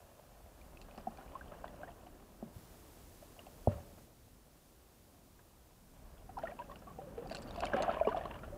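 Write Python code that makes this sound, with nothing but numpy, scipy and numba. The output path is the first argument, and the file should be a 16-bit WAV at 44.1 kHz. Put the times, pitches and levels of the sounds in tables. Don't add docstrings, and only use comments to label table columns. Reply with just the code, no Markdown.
import sys
import numpy as np
from scipy import signal
from scipy.io import wavfile
from scipy.ndimage import uniform_filter1d
from numba import njit

SR = 44100
rng = np.random.default_rng(int(sys.argv[2]) if len(sys.argv) > 2 else 0)


def generate_wav(sig):
    pcm = np.round(np.clip(np.atleast_2d(sig).T, -1, 1) * 32767).astype(np.int16)
    wavfile.write(sys.argv[1], SR, pcm)


N = 377937

# (time [s], surge [dB], flow along the shell [dB], churn [dB])
WATER_LEVELS = [(0.0, -65.5, -65, -61.5), (0.43, -59, -64.5, -63), (0.86, -58, -60.5, -59.5),
                (1.07, -56, -60.5, -56.5), (1.81, -58, -58.5, -55), (2.03, -58.5, -62.5, -61.5),
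                (2.34, -63, -61.5, -64), (2.58, -60, -58.5, -64.5), (3.1, -61.5, -62.5, -67),
                (3.79, -57, -59, -61), (4.13, -65, -64, -72), (4.84, -66, -65.5, -70),
                (5.8, -62, -66, -70.5), (6, -54, -63, -64), (6.18, -53.5, -65, -61.5),
                (6.37, -57, -55, -74), (6.54, -60, -58.5, -60.5), (6.9, -61, -57.5, -61),
                (7.23, -58, -54.5, -57), (7.57, -50.5, -51.5, -49), (7.9, -47.5, -55.5, -36.5),
                (8.04, -48.5, -55.5, -49.5), (8.28, -51.5, -53, -49), (8.57, -50, -51, -60)]
# (frequency [Hz], relative gain [dB])
RUMBLE_SPECTRUM = [(11, -28), (18, 0.5), (50, -5), (110, -10.5), (190, -10), (273, -10.5), (368, -16.5),
                   (396, -5.5), (467, -15.5), (729, -25), (1500, -31.5), (1950, -55), (3300, -120)]
# (frequency [Hz], base width [Hz], gain [dB])
AIR_MODES = [(676, 302, 3.5), (950, 120, -10.5), (1577, 450, -17.5), (2175, 1170, -23), (2974, 27, -23)]
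# (time [s], level [dB])
HISS_LEVELS = [(0, -67.5), (2.52, -68), (2.55, -63.5), (4.04, -64.5), (4.08, -68), (8.57, -68)]
# (time [s], level [dB], own note [Hz], brightness [dB])
DROPLETS = [(0.614, -51, 2400, -9), (0.772, -47, 2600, -12), (.815, -50.5, 2700, 0.5),
            (.823, -57, 2600, 1.5), (0.911, -52, 2540, -11), (.958, -61, 4470, -3), (.977, -54, 2760, 1),
            (.984, -56, 5100, 0), (1.01, -60.5, 4900, 0), (1.173, -52, 2410, -1), (1.278, -56, 2340, -10),
            (1.481, -56.5, 3130, -12), (1.679, -51, 3420, -8), (1.905, -58, 3100, -12),
            (1.917, -58, 2800, -12), (2.069, -57, 2950, -8), (3.392, -44.5, 2820, -21),
            (3.466, -55, 2680, -3), (6.18, -59, 3300, -14), (6.387, -56, 5240, 1), (6.43, -59, 2350, -12),
            (6.46, -63, 2700, -12), (6.472, -49, 2270, -16), (6.503, -63, 2700, -12),
            (6.513, -50, 2350, -12), (6.59, -47.5, 2630, -22), (6.642, -57, 2650, -12),
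            (6.716, -56, 3480, -14), (6.758, -49.5, 2830, -13), (6.79, -57, 5400, -10),
            (7.179, -59, 2850, -2), (7.273, -55, 4670, 2), (7.298, -47, 2670, 2), (7.311, -45, 4670, -9),
            (7.319, -47, 4650, -3), (7.326, -46, 2770, 1), (7.348, -39.5, 4210, -1.5),
            (7.353, -44, 7760, 0), (7.36, -42, 2750, -6.5), (7.369, -43, 2720, -1), (7.379, -56, 5300, 0),
            (7.386, -52, 4540, -1), (7.42, -50.5, 8100, 2), (7.425, -50, 5000, -2), (7.431, -53, 4670, -2),
            (7.471, -65, 6300, -10), (7.477, -55, 4540, -4), (7.484, -60, 4500, -6), (7.49, -52, 4530, -8),
            (7.508, -44, 3720, -5), (7.526, -61, 6700, -1), (7.542, -57, 4500, -8), (7.547, -53, 3400, -6),
            (7.561, -48.5, 2630, 2), (7.574, -58, 4700, -6), (7.586, -53, 3700, -6), (7.598, -52, 2800, -4),
            (7.605, -39, 2630, 3), (7.636, -53, 2230, -3), (7.647, -49, 3800, -1),
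            (7.654, -37.5, 2630, 0.5), (7.667, -35.5, 3040, -12), (7.671, -36.5, 2300, -19),
            (7.7, -53, 2800, -8), (7.715, -60, 2900, -10), (7.735, -51, 2700, -17), (7.765, -41, 2300, -5),
            (7.767, -44, 3100, -10), (7.823, -39.5, 2630, 3.5), (7.829, -41, 6370, -3),
            (7.88, -57, 2700, -3), (7.913, -51, 2750, -12), (7.925, -45, 2930, -11),
            (7.939, -48, 3100, -12), (7.944, -47, 2400, -12), (7.963, -50, 2900, -19),
            (7.985, -47, 2400, -17), (8.0, -39.5, 2410, -21), (8.087, -50, 2820, -10),
            (8.091, -51.5, 2060, -1.5), (8.127, -48, 2300, -14), (8.165, -49, 2720, -8),
            (8.171, -47, 3480, -8), (8.18, -51, 2780, -12), (8.256, -54, 4100, -4), (8.312, -46, 2700, -21),
            (8.343, -46, 2850, -16), (8.39, -49, 2380, -8)]
# (frequency [Hz], width [Hz], gain [dB])
SHELL_MODES = [(2750, 880, 1), (4400, 1140, 6.5), (7480, 540, -7), (9480, 560, -10.5), (1660, 510, -3)]
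# (time [s], level [dB], pitch [Hz], t60 [s], splutter re level [dB])
BUBBLE_EVENTS = [(.89, -50, 1154, .015, -12), (.978, -37, 740, 0.019, -6.5), (1.07, -28, 741, 0.033, -27),
                 (1.185, -43.5, 752, 0.032, -2.5), (1.21, -54, 1440, .035, -10),
                 (1.334, -51, 970, 0.035, -17), (1.353, -35.5, 1060, 0.034, -15),
                 (1.41, -43, 1550, 0.021, -12), (1.515, -48, 1270, 0.033, -10),
                 (1.519, -46.5, 627, 0.036, 1.5), (1.534, -50, 1600, 0.023, -21),
                 (1.641, -36, 670, 0.022, -15), (1.642, -35, 990, 0.011, -19),
                 (1.642, -40, 1440, 0.011, -17), (1.678, -51.5, 1900, 0.019, -16),
                 (1.73, -54, 615, 0.099, -8), (1.798, -49.5, 601, 0.1, -16), (1.832, -39, 720, 0.031, -17),
                 (1.832, -37.5, 1530, 0.016, -18), (1.842, -48, 1590, 0.016, -13),
                 (1.877, -47.5, 1790, 0.014, -8), (1.88, -50.5, 683, 0.1, -1), (2.005, -52, 700, .018, -12),
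                 (2.067, -45, 700, 0.015, -10), (3.224, -44, 623, 0.018, -15), (3.391, -47, 640, 0.02, -2),
                 (3.467, -42, 720, 0.021, -12), (3.716, -49, 1320, .02, 5), (3.73, -47, 640, .035, -8),
                 (3.737, -56, 1030, .02, -6), (3.782, -47, 704, 0.027, -11), (3.803, -55, 750, .02, -11),
                 (3.977, -54.5, 626, 0.031, 2), (5.391, -52.5, 1580, 0.013, -5.5),
                 (6.292, -41.5, 746, 0.035, -9), (6.369, -34, 970, 0.021, -19),
                 (6.377, -35, 790, 0.033, -22), (6.389, -39.5, 890, 0.042, -15),
                 (6.386, -42.5, 1350, 0.034, -13), (6.419, -53, 1850, .03, -1),
                 (6.428, -44, 1560, 0.02, -5), (6.435, -27, 655, 0.05, -22), (6.453, -39, 1356, 0.042, -13),
                 (6.471, -37.5, 1840, 0.028, -6), (6.479, -48, 1200, .02, -12),
                 (6.495, -45, 620, 0.049, -7), (6.499, -52, 1870, .03, -2), (6.514, -51, 1630, .028, -16),
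                 (6.519, -42, 705, 0.043, -24), (6.59, -35, 950, 0.06, -10.5), (6.593, -47, 560, .05, -9),
                 (6.618, -50, 1590, 0.025, -4), (6.685, -49.5, 564, .07, -10),
                 (6.696, -46, 1094, 0.025, -8), (6.713, -47, 1090, 0.059, -8),
                 (6.714, -56, 1850, 0.027, -8), (6.757, -50.5, 1450, 0.015, -2),
                 (6.82, -50, 1280, 0.021, -1), (6.87, -46, 1125, 0.059, -8), (6.872, -47, 740, .03, -12),
                 (6.903, -49, 1100, 0.044, -10), (6.986, -42, 765, 0.061, -23),
                 (6.986, -40.5, 477, 0.033, -23), (7.015, -48, 570, 0.1, -7),
                 (7.069, -44.5, 514, 0.074, -22), (7.11, -49.5, 557, .07, -4),
                 (7.177, -34.5, 465, 0.07, -15), (7.222, -40, 496, 0.025, -8), (7.24, -45, 524, 0.047, -17),
                 (7.256, -41.5, 754, 0.043, -18), (7.311, -30, 643, 0.031, -9),
                 (7.346, -38.5, 1490, 0.02, -3), (7.574, -38.5, 690, 0.12, -3),
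                 (7.624, -34.5, 700, .042, 2.5), (7.633, -26.5, 710, 0.043, -8.5),
                 (7.68, -42, 695, 0.032, -11), (7.698, -44, 720, .035, -11),
                 (7.734, -24.5, 1540, 0.012, -3.5), (7.733, -33, 600, .015, -7),
                 (7.722, -48.5, 1510, .03, 0), (7.741, -23, 534, 0.046, -27), (7.756, -40, 670, .05, -6),
                 (7.766, -31, 757, 0.066, -0.5), (7.782, -31, 762, 0.074, -7),
                 (7.803, -28, 603, 0.042, -4.5), (7.822, -30, 670, 0.035, -4.5),
                 (7.83, -30.5, 700, 0.063, -7), (7.844, -38, 1095, 0.033, -18),
                 (7.86, -31.5, 680, 0.042, -20), (7.879, -25, 730, 0.025, -22),
                 (7.889, -24.5, 656, 0.039, -16), (7.892, -32, 1290, 0.028, -3),
                 (7.91, -40, 680, 0.027, -2), (7.935, -34, 940, 0.029, -2), (7.966, -32, 618, 0.053, -16),
                 (7.969, -33.5, 1050, 0.032, -11), (7.997, -38, 1000, .039, -29),
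                 (8.011, -19.5, 644, 0.035, -33), (8.03, -41, 1397, 0.023, -19),
                 (8.049, -36.5, 2310, 0.018, -21), (8.048, -27, 637, 0.041, -24),
                 (8.07, -25, 420, 0.058, -22), (8.072, -33, 1107, 0.04, -12),
                 (8.072, -46, 2840, 0.034, -25), (8.086, -30.5, 957, 0.04, -7.5),
                 (8.112, -37, 665, 0.064, -22), (8.117, -38, 1450, 0.02, -6), (8.124, -38, 1190, .03, -8),
                 (8.145, -23.5, 740, 0.021, -25), (8.153, -38, 750, 0.041, -17),
                 (8.164, -38.5, 1190, 0.021, 0), (8.169, -27, 670, 0.043, -15),
                 (8.209, -35.5, 740, 0.024, -13), (8.21, -47, 1780, .025, -12),
                 (8.253, -37.5, 400, .025, -18), (8.254, -35.5, 1100, 0.023, -7),
                 (8.308, -34, 950, 0.023, -4.5), (8.309, -40.5, 1810, .015, -11),
                 (8.354, -43, 990, 0.023, 3), (8.433, -44, 1380, 0.038, 2.5), (8.476, -46, 637, .045, -7),
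                 (8.524, -46.5, 584, 0.12, -26)]
# (time [s], tap [dB], body [dB], boom [dB])
BLOWS = [(0.976, -55, -52, -65), (1.071, -49, -47.5, -73), (2.426, -39, -43.5, -61), (2.559, -54, -61, -47),
         (3.673, -18.5, -34, -24), (7.741, -34, -38.5, -62), (8.0704, -21.5, -44, -70)]
# (frequency [Hz], t60 [s], swell [s], gain [dB])
BLOW_MODES = [(610, 0.0089, 0.00087, 18), (223, 0.082, 0.00064, 10), (96.5, 0.061, 0.0016, 9.5),
              (385, 0.029, 0.0016, 6.5)]
# (frequency [Hz], width [Hz], gain [dB])
BLOW_TAILS = [
    [(578, 48, -25), (810, 690, -36.5), (2000, 2000, -48)],
    [(228, 55, -20), (160, 70, -10.5), (348, 160, -19)],
    [(89, 45, -14.5)],
    [],
]

FIZZ_DB = -9
WINDOW_HZ, WINDOW_WIDTH_HZ = 579, 13.6
SPRAY_TAU_S, SPRAY_DB, SPRAY_HZ, SPRAY_WIDTH_HZ = 0.0023, 0.5, 4460, 4100
SPRAY_TAIL_TAU_S, SPRAY_TAIL_DB = 0.012, -8.5
BUBBLE_RISE, SPLUTTER_DB = 0.083, 2
WAKE_TAU_S, WAKE_SLOSH_DB, WAKE_FIZZ_DB, WAKE_THUD_DB = 0.018, -4.5, -11, -12.5
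KNOCK_TOP_HZ = 890
KNOCK_LAGS_S = -.0003, .0014, .0015, .0005
KNOCK_SIGNS = -1, -1, -1, 1


def undb(db):
    return 10 ** (np.asarray(db) / 20)


def unit(x):
    return x / np.sqrt(np.mean(x ** 2))


def noise():
    return rng.standard_normal(N)


def band(x, hz, width_hz):
    return signal.lfilter(*signal.iirpeak(hz, hz / width_hz, fs=SR), x)


def steep(x, hz, width_hz):
    return band(band(x, hz, width_hz), hz, width_hz)


def walk(rate_hz):
    span = int(SR / rate_hz)
    steps = np.repeat(rng.standard_normal(N // span + 1), span)
    return 1.3 * uniform_filter1d(uniform_filter1d(steps, span), span)[:N]


def fading(time_s, db, tau_s):
    jumps = np.zeros(N)
    np.add.at(jumps, (time_s * SR).astype(int), undb(db))
    return signal.lfilter([1], [1, -np.exp(-1 / (tau_s * SR))], jumps)


@njit
def sum_rings(time_s, gain, hz, t60_s, rise, attack_s, hold):
    out = np.zeros(N)
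    for k in range(len(time_s)):
        start, phase = int(time_s[k] * SR), 0.
        for j in range(min(int(t60_s[k] * SR), N - start)):
            age = j / (t60_s[k] * SR)
            phase += 2 * np.pi * hz[k] * (1 + rise[k] * (2 * age - .3)) / SR
            swell = (1 - np.exp(-j / (attack_s * SR))) ** 2
            out[start + j] += gain[k] * np.sin(phase) * np.exp(-6.9 * age ** hold) * swell
    return out


def ring(time_s, db, hz, t60_s, attack_s, rise=0, hold=1):
    columns = np.broadcast_arrays(time_s, db, hz, t60_s, rise)
    time_s, db, hz, t60_s, rise = (np.array(column, float) for column in columns)
    return sum_rings(time_s, undb(db), hz, np.clip(t60_s, .004, .5), rise, attack_s, float(hold))


def rumble(surge, flow):
    points_hz, points_db = np.transpose(RUMBLE_SPECTRUM)
    layers = [0, 0]
    for hz in 30 * 2 ** np.arange(0, 5.6, .5):
        gain_db = np.interp(np.log(hz), np.log(points_hz), points_db) + 2.17 * walk(4.4)
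        layers[int(hz > 80)] += undb(gain_db) * steep(noise(), hz, hz / 1.5)
    return unit(layers[0]) * surge + unit(layers[1]) * flow


def housing(x, widen):
    muffled = signal.sosfilt(signal.butter(4, 3400, fs=SR, output="sos"), x)
    modes = [undb(db) * steep(muffled, hz, widen * width_hz) for hz, width_hz, db in AIR_MODES]
    return sum(modes[:2]), sum(modes[2:])


def swarm(low_hz, high_hz, cycles, spread_db, count):
    when, pitch, level = rng.random((count, 3)).T
    hz = low_hz * (high_hz / low_hz) ** pitch
    return unit(ring(when * N / SR, spread_db * level, hz, cycles / hz, attack_s=0.0011, rise=0.17))


def slosh(churn, fizz):
    bursts = undb(8.7 * rng.random(N)) * (rng.random(N) < .002)
    crackle = 2.0 + unit(uniform_filter1d(bursts, size=180))
    wash_low, wash_high = housing(noise() * crackle * undb(1.5 * walk(30)), widen=1.38)
    large = swarm(452, 900, cycles=14, spread_db=18, count=3000)
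    small = swarm(960, 1855, cycles=12, spread_db=9.5, count=5000)
    tiny = swarm(2300, 3330, cycles=22, spread_db=27, count=1800)
    sizzle = unit(steep(noise() * crackle, 2830, 420))
    patter = swarm(3870, 5500, cycles=27, spread_db=30, count=600)
    trickle = unit(steep(noise() * crackle, WINDOW_HZ, 90))
    lows = undb(-12) * trickle + undb(-4) * unit(wash_low) + undb(-19) * large
    highs = (undb(-5.5) * unit(wash_high) + undb(-3.5) * small + undb(-21.5) * tiny
             + undb(-18) * sizzle + undb(-25) * patter)
    return churn * lows + fizz * highs


def microphone_hiss(t_s):
    return noise() * undb(np.interp(t_s, *np.transpose(HISS_LEVELS)) + 0.29 * walk(8.9))


def droplet_ticks():
    time_s, db, hz, bright_db = np.transpose(DROPLETS)
    out = ring(time_s, db, hz, t60_s=0.018, attack_s=0.00045, hold=1.12)
    for k, (mode_hz, width_hz, mode_db) in enumerate(SHELL_MODES):
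        level_scatter, pitch_scatter = rng.standard_normal((len(time_s), 2)).T
        ring_db = db + mode_db + (k > 0) * bright_db + 3.8 * level_scatter
        ring_hz = mode_hz * (1 + 0.047 * pitch_scatter)
        out += ring(time_s, ring_db, ring_hz, t60_s=4.8 / width_hz, attack_s=0.00031)
    spray = uniform_filter1d(fading(time_s, db + bright_db + SPRAY_DB, SPRAY_TAU_S), size=60) * noise()
    tail = fading(time_s, db + bright_db + SPRAY_TAIL_DB, SPRAY_TAIL_TAU_S) * noise()
    return out + steep(tail, SHELL_MODES[1][0], 1300) + steep(spray, SPRAY_HZ, SPRAY_WIDTH_HZ)


def bubbles():
    time_s, db, hz, t60_s, splutter_db = np.transpose(BUBBLE_EVENTS)
    note = ring(time_s, db, hz, t60_s, attack_s=0.001, rise=BUBBLE_RISE, hold=1.61)
    note *= 1 + 0.28 * walk(400)
    pinch_off = fading(time_s, db + splutter_db, tau_s=0.0037) * noise()
    splutter = sum(housing(pinch_off, widen=2.1))
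    window_hum = band(note, WINDOW_HZ, WINDOW_WIDTH_HZ)
    return note + undb(SPLUTTER_DB) * splutter + undb(-1.5) * window_hum


def bubble_wake():
    time_s, db, *_, splutter_db = np.transpose(BUBBLE_EVENTS)
    return uniform_filter1d(fading(time_s, db + splutter_db, WAKE_TAU_S), size=300)


def knocks():
    time_s, tap_db, body_db, boom_db = np.transpose(BLOWS)
    levels_db = tap_db, body_db, boom_db, body_db
    soft = signal.butter(4, KNOCK_TOP_HZ, fs=SR, output="sos")
    out = np.zeros(N)
    for mode, lag_s, sign, db, tails in zip(BLOW_MODES, KNOCK_LAGS_S, KNOCK_SIGNS, levels_db, BLOW_TAILS):
        hz, t60_s, swell_s, mode_db = mode
        out += sign * signal.sosfilt(soft, ring(time_s + lag_s, db + mode_db, hz, t60_s, swell_s))
        fade = uniform_filter1d(fading(time_s, db, tau_s=0.066), size=400, origin=199)
        for tail_hz, width_hz, tail_db in tails:
            out += fade * undb(tail_db) * unit(steep(noise(), tail_hz, width_hz))
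    return out


def scene():
    t_s = np.arange(N) / SR
    points_s, *levels_db = np.transpose(WATER_LEVELS)
    surge, flow, churn = (undb(np.interp(t_s, points_s, db)) for db in levels_db)
    wake = bubble_wake()
    stirred_churn = np.hypot(churn, undb(WAKE_SLOSH_DB) * wake)
    stirred_fizz = np.hypot(churn * undb(FIZZ_DB), undb(WAKE_FIZZ_DB) * wake)
    water = rumble(surge * undb(walk(4.5)), flow)
    water += undb(WAKE_THUD_DB) * wake * unit(steep(noise(), hz=270, width_hz=340))
    water += slosh(stirred_churn, stirred_fizz)
    sea = water + microphone_hiss(t_s) + bubbles() + droplet_ticks() + knocks()
    return np.array([sea, sea])


def record(dry):
    low_cut = signal.butter(2, 32, "high", fs=SR, output="sos")
    top_cut = signal.ellip(10, .2, 60, 15580, fs=SR, output="sos")
    return signal.sosfilt(top_cut, signal.sosfilt(low_cut, dry))


dry = scene()
out = record(dry)
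generate_wav(out)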